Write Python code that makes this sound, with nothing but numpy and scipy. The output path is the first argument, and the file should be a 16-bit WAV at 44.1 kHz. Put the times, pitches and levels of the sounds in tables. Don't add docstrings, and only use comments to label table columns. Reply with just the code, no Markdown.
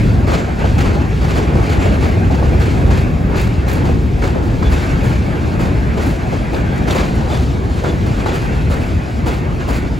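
import sys
import numpy as np
from scipy import signal
from scipy.fft import rfft, irfft, next_fast_len
from scipy.io import wavfile
from scipy.ndimage import uniform_filter1d, map_coordinates

SR = 44100
rng = np.random.default_rng(int(sys.argv[2]) if len(sys.argv) > 2 else 0)


def nominal_scale(level):
    x = np.asarray(level, float) / 20
    return 10 ** x


def unload_wav(signal):
    wavfile.write(
        sys.argv[1],
        SR,
        np.round(np.clip(np.atleast_2d(signal).T, -1, 1) * 32767).astype(np.int16),
    )


N = 440559

# (time [s], clatter level [dB], thud re clatter [dB], sizzle re clatter [dB])
BLOWS = [(.268, -18, 7.5, -29), (0.314, -13.5, 6, -26), (.34, -33, -8, -31), (.583, -23.5, 11, -29),
         (.641, -22.5, 6, -27), (.779, -15.5, 0.5, -25), (.838, -22, 10.5, -28), (1.093, -28, -8, -30),
         (1.212, -20.5, 8, -26), (1.279, -19, 3, -26), (1.349, -18.5, 8.5, -25), (1.543, -29, 19, -29),
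         (1.627, -21.5, -9, -27), (1.69, -19, 1, -24), (1.807, -22, 1, -25), (1.859, -31, 13, -28),
         (2.008, -18.5, 5.5, -25), (2.059, -28, -2, -27), (2.305, -22.5, -2, -27), (2.424, -25, 4, -29),
         (2.595, -18, -10, -23), (2.679, -23.5, -20, -25), (2.898, -18.5, 5, -28), (2.959, -25, -7, -21),
         (3.297, -30, 19, -29), (3.34, -18.5, 7, -35), (3.362, -16.5, -6, -23), (3.41, -27, -10, -16),
         (3.525, -30, 10, -31), (3.665, -21, 11, -34), (3.68, -18.5, -10, -19), (3.729, -26, -7, -18),
         (3.84, -21.5, 8, -26), (4.215, -19, 8.5, -26), (4.236, -26, -1, -21), (4.36, -33, 19, -29),
         (4.424, -26.5, -1, -22), (4.62, -22, 9, -30), (4.7, -18.5, 5.5, -20.5), (4.797, -29, 9, -18),
         (5.03, -22, 7, -20), (5.093, -21.5, 1, -24), (5.589, -21, 6.5, -22), (5.65, -30, -2, -30),
         (5.969, -23, 12.5, -24), (5.993, -19.5, 2, -21), (6.06, -23.5, -12, -16), (6.31, -27.5, 13, -25),
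         (6.53, -24, 14.5, -21), (6.87, -16.5, 5.5, -25), (6.909, -19, 4, -20), (6.957, -16, 7, -25),
         (6.979, -29, -2, -29), (7.02, -25, 10, -26), (7.151, -26, 2, -27), (7.298, -21, 8.5, -25),
         (7.346, -23, -5, -23), (7.399, -31, 4, -23), (7.757, -23.5, 6, -28), (7.834, -19, 10.5, -25),
         (8.06, -24.5, 6, -25), (8.174, -25, 11, -26), (8.256, -18, 9, -26), (8.328, -21, 6, -21),
         (8.407, -26, 9, -21), (8.697, -21, 9, -21), (8.806, -36, 3, -13), (9.257, -17.5, 7, -22.5),
         (9.329, -31, -10, -16), (9.594, -23.5, 6.5, -29), (9.675, -20, 9, -20), (9.73, -21.5, -17, -20)]


def along(points, hz):
    f, v = np.transpose(points)
    return np.interp(np.log(hz + 1), np.log(f + 1), v)


def level_db(rows):
    s, *levels = np.transpose(rows)
    return [np.interp(np.arange(N) / SR, s, db) for db in levels]


def unit(x):
    return x / np.sqrt(np.mean(x ** 2))


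def wobble(rate):
    knots = rng.standard_normal(N // 100)
    return map_coordinates(knots, [np.arange(N) * rate / SR])


def filtered(x, response):
    m = next_fast_len(N + SR // 4)
    hz = np.fft.rfftfreq(m, 1 / SR)
    return irfft(rfft(x, m) * response(hz), m)[..., :N]


def rush(spectrum, grit_db, grit_rate):
    bumps = nominal_scale(grit_db * wobble(grit_rate))
    rough = bumps * rng.standard_normal((2, N))
    return unit(filtered(rough, lambda hz: nominal_scale(along(spectrum, hz))))


def rolling():
    # (time [s], girder rumble [dB], rail roar [dB])
    roll_levels = [(0, -9, -22), (.5, -17.5, -21), (.85, -13, -22), (1.3, -13.5, -20.5),
                   (1.85, -10.5, -17.5), (2.3, -13.5, -21), (2.9, -11, -19.5), (3.3, -11.5, -23),
                   (3.7, -15.5, -22), (3.87, -11, -21.5), (4.1, -13.5, -23), (5.2, -15, -22),
                   (6.2, -16.5, -20.5), (6.7, -16, -24), (7.3, -13.5, -20.5), (7.65, -17, -23),
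                   (8.4, -15.5, -22), (9, -16, -25), (9.5, -18, -22.5), (9.99, -15, -25.5)]
    # (time [s], rail web whoosh [dB], wheel hiss [dB])
    whoosh_levels = [(0, -29.5, -37), (.3, -40, -44.5), (.8, -30.5, -39), (1.15, -35.5, -40),
                     (1.83, -28.5, -37), (2.17, -33, -40.5), (2.95, -32, -40), (3.15, -34.5, -43.5),
                     (3.7, -36.5, -42), (4.5, -36.5, -44), (4.8, -31, -36.5), (5.3, -34.5, -41),
                     (6.1, -33.5, -40.5), (6.7, -34.5, -40), (7.3, -41, -39), (7.7, -39, -41),
                     (8.4, -32.5, -39), (8.9, -33, -41), (9.4, -35.5, -42), (9.99, -38, -44.5)]
    # (frequency [Hz], relative density [dB])
    girder_shape = [(20, -36), (32, -16), (45, -3.5), (65, 1.5), (100, -3), (160, -7), (220, -13),
                    (500, -25), (1000, -64.5)]
    # (frequency [Hz], relative density [dB])
    rail_shape = [(80, -38), (150, -4), (220, -1), (370, -4), (430, -9), (580, -10.5), (800, -11),
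                  (1000, -16.5), (1500, -19.5), (2500, -31), (5000, -58)]
    # (frequency [Hz], relative density [dB])
    web_shape = [(700, -23), (1100, -3.5), (1600, 5), (2000, -2.5), (2300, -5), (2650, -8), (2850, -12.5),
                 (3300, -11.5), (5000, -43)]
    # (frequency [Hz], relative density [dB])
    rasp_shape = [(1200, -30), (1800, -4.5), (2200, -0.5), (2650, -1.5), (3000, -12), (4000, -39)]
    # (frequency [Hz], relative density [dB])
    wheel_shape = [(1000, -28), (2000, -6.5), (3300, -0.5), (4500, -2), (5600, -7), (7500, -8),
                   (10000, -13), (12500, -22), (16000, -22)]
    swell_db = 1.2
    rasp_db, plain_db = -6, -1.5

    rumble_db, roar_db = level_db(roll_levels)
    whoosh_db, hiss_db = level_db(whoosh_levels)
    girders = nominal_scale(rumble_db) * rush(girder_shape, grit_db=1.45, grit_rate=8.3)
    roar = nominal_scale(roar_db + swell_db * wobble(6)) * rush(rail_shape, grit_db=1.0, grit_rate=40)

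    web = nominal_scale(whoosh_db + swell_db * wobble(6))
    rasp_level = np.sqrt((nominal_scale(rasp_db) * web) ** 2 + web_ringing())
    rasp = rasp_level * rush(rasp_shape, grit_db=1.5, grit_rate=45)
    whoosh = rasp + nominal_scale(plain_db) * web * rush(web_shape, grit_db=2.0, grit_rate=25)

    wheels = nominal_scale(hiss_db + 1.0 * wobble(11)) * rush(wheel_shape, grit_db=0.73, grit_rate=55)
    return girders + mottled(roar + whoosh + wheels, patchy_db=1.93)


def web_ringing():
    stir_db = -15.5
    rise_s, t60_s = 0.027, 0.69
    blows, t = np.zeros(N), np.arange(SR) / SR
    for s, db, *_ in BLOWS:
        blows[round(s * SR)] += nominal_scale(db + stir_db) ** 2
    ring = ((1 - np.exp(-t / rise_s)) * nominal_scale(-60 * t / t60_s)) ** 2
    return np.abs(signal.fftconvolve(blows, ring)[:N])


def mottled(x, patchy_db):
    z = signal.stft(x, nperseg=1024)[2]
    field = rng.standard_normal(z.shape[1:])
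    field = uniform_filter1d(field, size=3, axis=0)
    field = uniform_filter1d(field, size=5, axis=1)
    return signal.istft(z * nominal_scale(patchy_db * unit(field) - 1), nperseg=1024)[1][:, :N]


def clatter():
    # (frequency [Hz], time to fall 60 dB [s])
    steel_t60 = [(300, 0.5), (1000, 0.45), (3000, 0.47), (8000, 0.41), (15000, 0.25)]
    # (frequency [Hz], relative level [dB])
    clatter_shape = [(100, 5), (300, 14), (700, 4.5), (1500, 7), (2500, 0.5), (3500, -4.5), (4600, -4),
                     (5600, -12), (7500, -0.5), (11000, 6), (13000, 9.5), (16000, 11)]
    rattle_db = 1.7
    shake_s = 0.039
    top_db = -7.5

    loose = nominal_scale(rattle_db * wobble(120))
    hz, t, z = signal.stft(loose * rng.standard_normal((2, N)), SR, nperseg=256, noverlap=192)
    power = np.zeros(z.shape[1:])
    fall_db = 60 / along(steel_t60, hz)[:, None]
    rise = along([(500, 0.0023), (3000, 0.0066), (10000, 0.0018)], hz)[:, None]
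    for s, db, thud_db, sizzle_db in BLOWS:
        near = (t > s) & (t < s + .4)
        age = t[near] - s
        colour = [(700, thud_db), (2000, 0), (6000, 0), (11000, sizzle_db), (15000, sizzle_db + top_db)]
        colour_db = along(colour, hz)[:, None]
        decay_db = fall_db * np.maximum(age - shake_s, 0)
        power[:, near] += ((1 - np.exp(-age / rise)) * nominal_scale(db + colour_db - decay_db)) ** 2
    shaken = z * np.sqrt(power) * nominal_scale(along(clatter_shape, hz) - 4.5)[:, None]
    return signal.istft(shaken, SR, nperseg=256, noverlap=192)[1][:, :N]


def knocks():
    # (time [s], nominal peak level [dB], pitch [Hz])
    knock_list = [(0.276, -26, 11100), (.318, -11, 916), (.35, -19, 4400), (.642, -3, 598),
                  (1.005, -22, 500), (1.55, -13, 710), (1.859, -3, 438), (2.303, -6.5, 600),
                  (2.425, -8.5, 690), (2.52, -4, 352), (2.68, -3, 400), (3.296, -13, 818),
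                  (3.345, -15, 1270), (3.364, -26, 11000), (3.412, -21, 13500), (3.684, -27, 12400),
                  (3.73, -19, 13100), (3.891, -2, 458), (4.223, -10, 1470), (4.359, -2.5, 444),
                  (4.626, -8, 1090), (5.592, -15, 700), (5.998, -16, 820), (6.544, -19, 3470),
                  (6.76, -29, 8500), (6.777, -28, 8500), (6.856, -21, 1750), (6.878, -19, 1500),
                  (6.908, -12, 3790), (6.912, -26, 11100), (6.957, -6, 770), (6.982, -18, 3590),
                  (7.153, -29, 8700), (7.846, -11, 1240), (8.185, -23, 844), (8.257, -22, 2420),
                  (8.26, -7.5, 1000), (8.70, -16, 696), (9.263, -16, 530), (9.684, -10, 637)]
    # (pitch [Hz], time to fall 60 dB [s])
    knock_t60 = [(500, .07), (3000, .05), (10000, .035)]
    rise_s = 0.00044

    out, t = np.zeros((2, N + SR)), np.arange(SR // 14) / SR
    spread = rng.standard_normal((len(knock_list), 2, 30, 1))
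    for (s, db, hz), apart in zip(knock_list, spread):
        mode_hz = np.minimum(hz * 2 ** (.4 * apart), 16000)
        modes = np.sin(2 * np.pi * mode_hz * (t + .002 * apart))
        cluster = modes.sum(axis=1) / 10.4
        envelope = nominal_scale(db - 60 * t / along(knock_t60, hz)) * (1 - np.exp(-t / rise_s))
        start = round(s * SR)
        out[:, start:start + len(t)] += envelope * cluster
    return out[:, :N]


def singing():
    # (start [s], length [s], frequency [Hz], nominal rms level [dB])
    notes = [(.355, .095, 7321, -48), (1.79, .1, 7321, -46), (4.225, .035, 1470, -29),
             (4.27, .04, 3435, -46), (4.64, .06, 3430, -38), (6.89, .05, 3500, -40), (7.3, .1, 3515, -41),
             (7.855, .08, 3435, -40), (8.28, .06, 3440, -42), (9.27, .06, 3430, -44)]
    t = np.arange(N) / SR
    flutter_db, waver = 3 * wobble(80), 1.1 * wobble(120)
    out = np.zeros(N)
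    for start, length, hz, db in notes:
        fade_in = np.clip((t - start) / .006, 0, 1)
        fade_out = np.clip((start + length - t) / .025, 0, 1)
        tone = np.sqrt(2) * np.sin(2 * np.pi * hz * t + waver)
        out += nominal_scale(db + flutter_db) * fade_in * fade_out * tone
    return out


def scene():
    # (frequency [Hz], likeness [1 = identical])
    likeness = [(60, .95), (250, .84), (550, .48), (1100, .35), (1500, .5), (1900, .2), (2400, .9),
                (3300, .9), (4000, .98), (8000, .86), (14000, .8)]
    common, apart = rolling() + clatter() + knocks()

    def turn(hz):
        return np.arccos(np.clip(along(likeness, hz), 0, 1)) / 2

    common = filtered(common, lambda hz: np.cos(turn(hz))) + singing()
    apart = filtered(apart, lambda hz: np.sin(turn(hz)))
    return np.array([common + apart, common - apart])


def ports_apart(dry):
    # (frequency [Hz], left lead [rad])
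    left_lead = [(100, 0), (600, .7), (1350, 2.4), (1850, 2), (2100, 0), (3200, .25), (4000, 0)]
    # (frequency [Hz], left over right [dB])
    left_bias = [(60, .5), (380, 1.5), (700, 3.6), (1000, .3), (1400, -2.5), (1900, .3), (3300, .8),
                 (4400, 0)]
    lag_s, lag_from_hz = .000232, 6780

    def half(hz):
        lead = along(left_lead, hz) - 2 * np.pi * lag_s * np.maximum(hz - lag_from_hz, 0)
        return nominal_scale(along(left_bias, hz) / 2) * np.exp(.5j * lead)

    return filtered(dry, lambda hz: np.array([half(hz), 1 / half(hz)]))


def joint_stereo(left, right):
    # (frequency [Hz], level re sum [dB])
    difference_limit = [(1500, -40), (2400, -17), (3400, -13), (4200, -7), (7500, -4), (15000, -2.5)]
    # (frequency [Hz], level re difference [dB])
    sum_limit = [(7000, -30), (8400, -6), (13000, -4.5)]
    top_hz = 15800

    pair = np.array([left + right, left - right]) / 2
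    hz, _, z = signal.stft(pair, SR, nperseg=2048)
    band = np.arange(len(hz)) // 16
    total, differ = np.add.reduceat(np.abs(z), np.arange(0, len(hz), 16), axis=1)[:, band]
    keep_sum = total > differ * nominal_scale(along(sum_limit, hz))[:, None]
    keep_difference = differ > total * nominal_scale(along(difference_limit, hz))[:, None]
    kept = z * [keep_sum, keep_difference] * (hz < top_hz)[:, None]
    total, differ = signal.istft(kept, SR, nperseg=2048)[1][:, :N]
    return np.array([total + differ, total - differ])


def low_pass(x):
    return signal.sosfilt(signal.butter(12, 16660, fs=SR, output="sos"), x)


def record(dry):
    ports = ports_apart(dry)
    rounded = ports / (1 + np.abs(ports / .97) ** 6) ** (1 / 6)
    mix = joint_stereo(*rounded)
    return low_pass(mix)


dry = scene()
out = record(dry)
unload_wav(out)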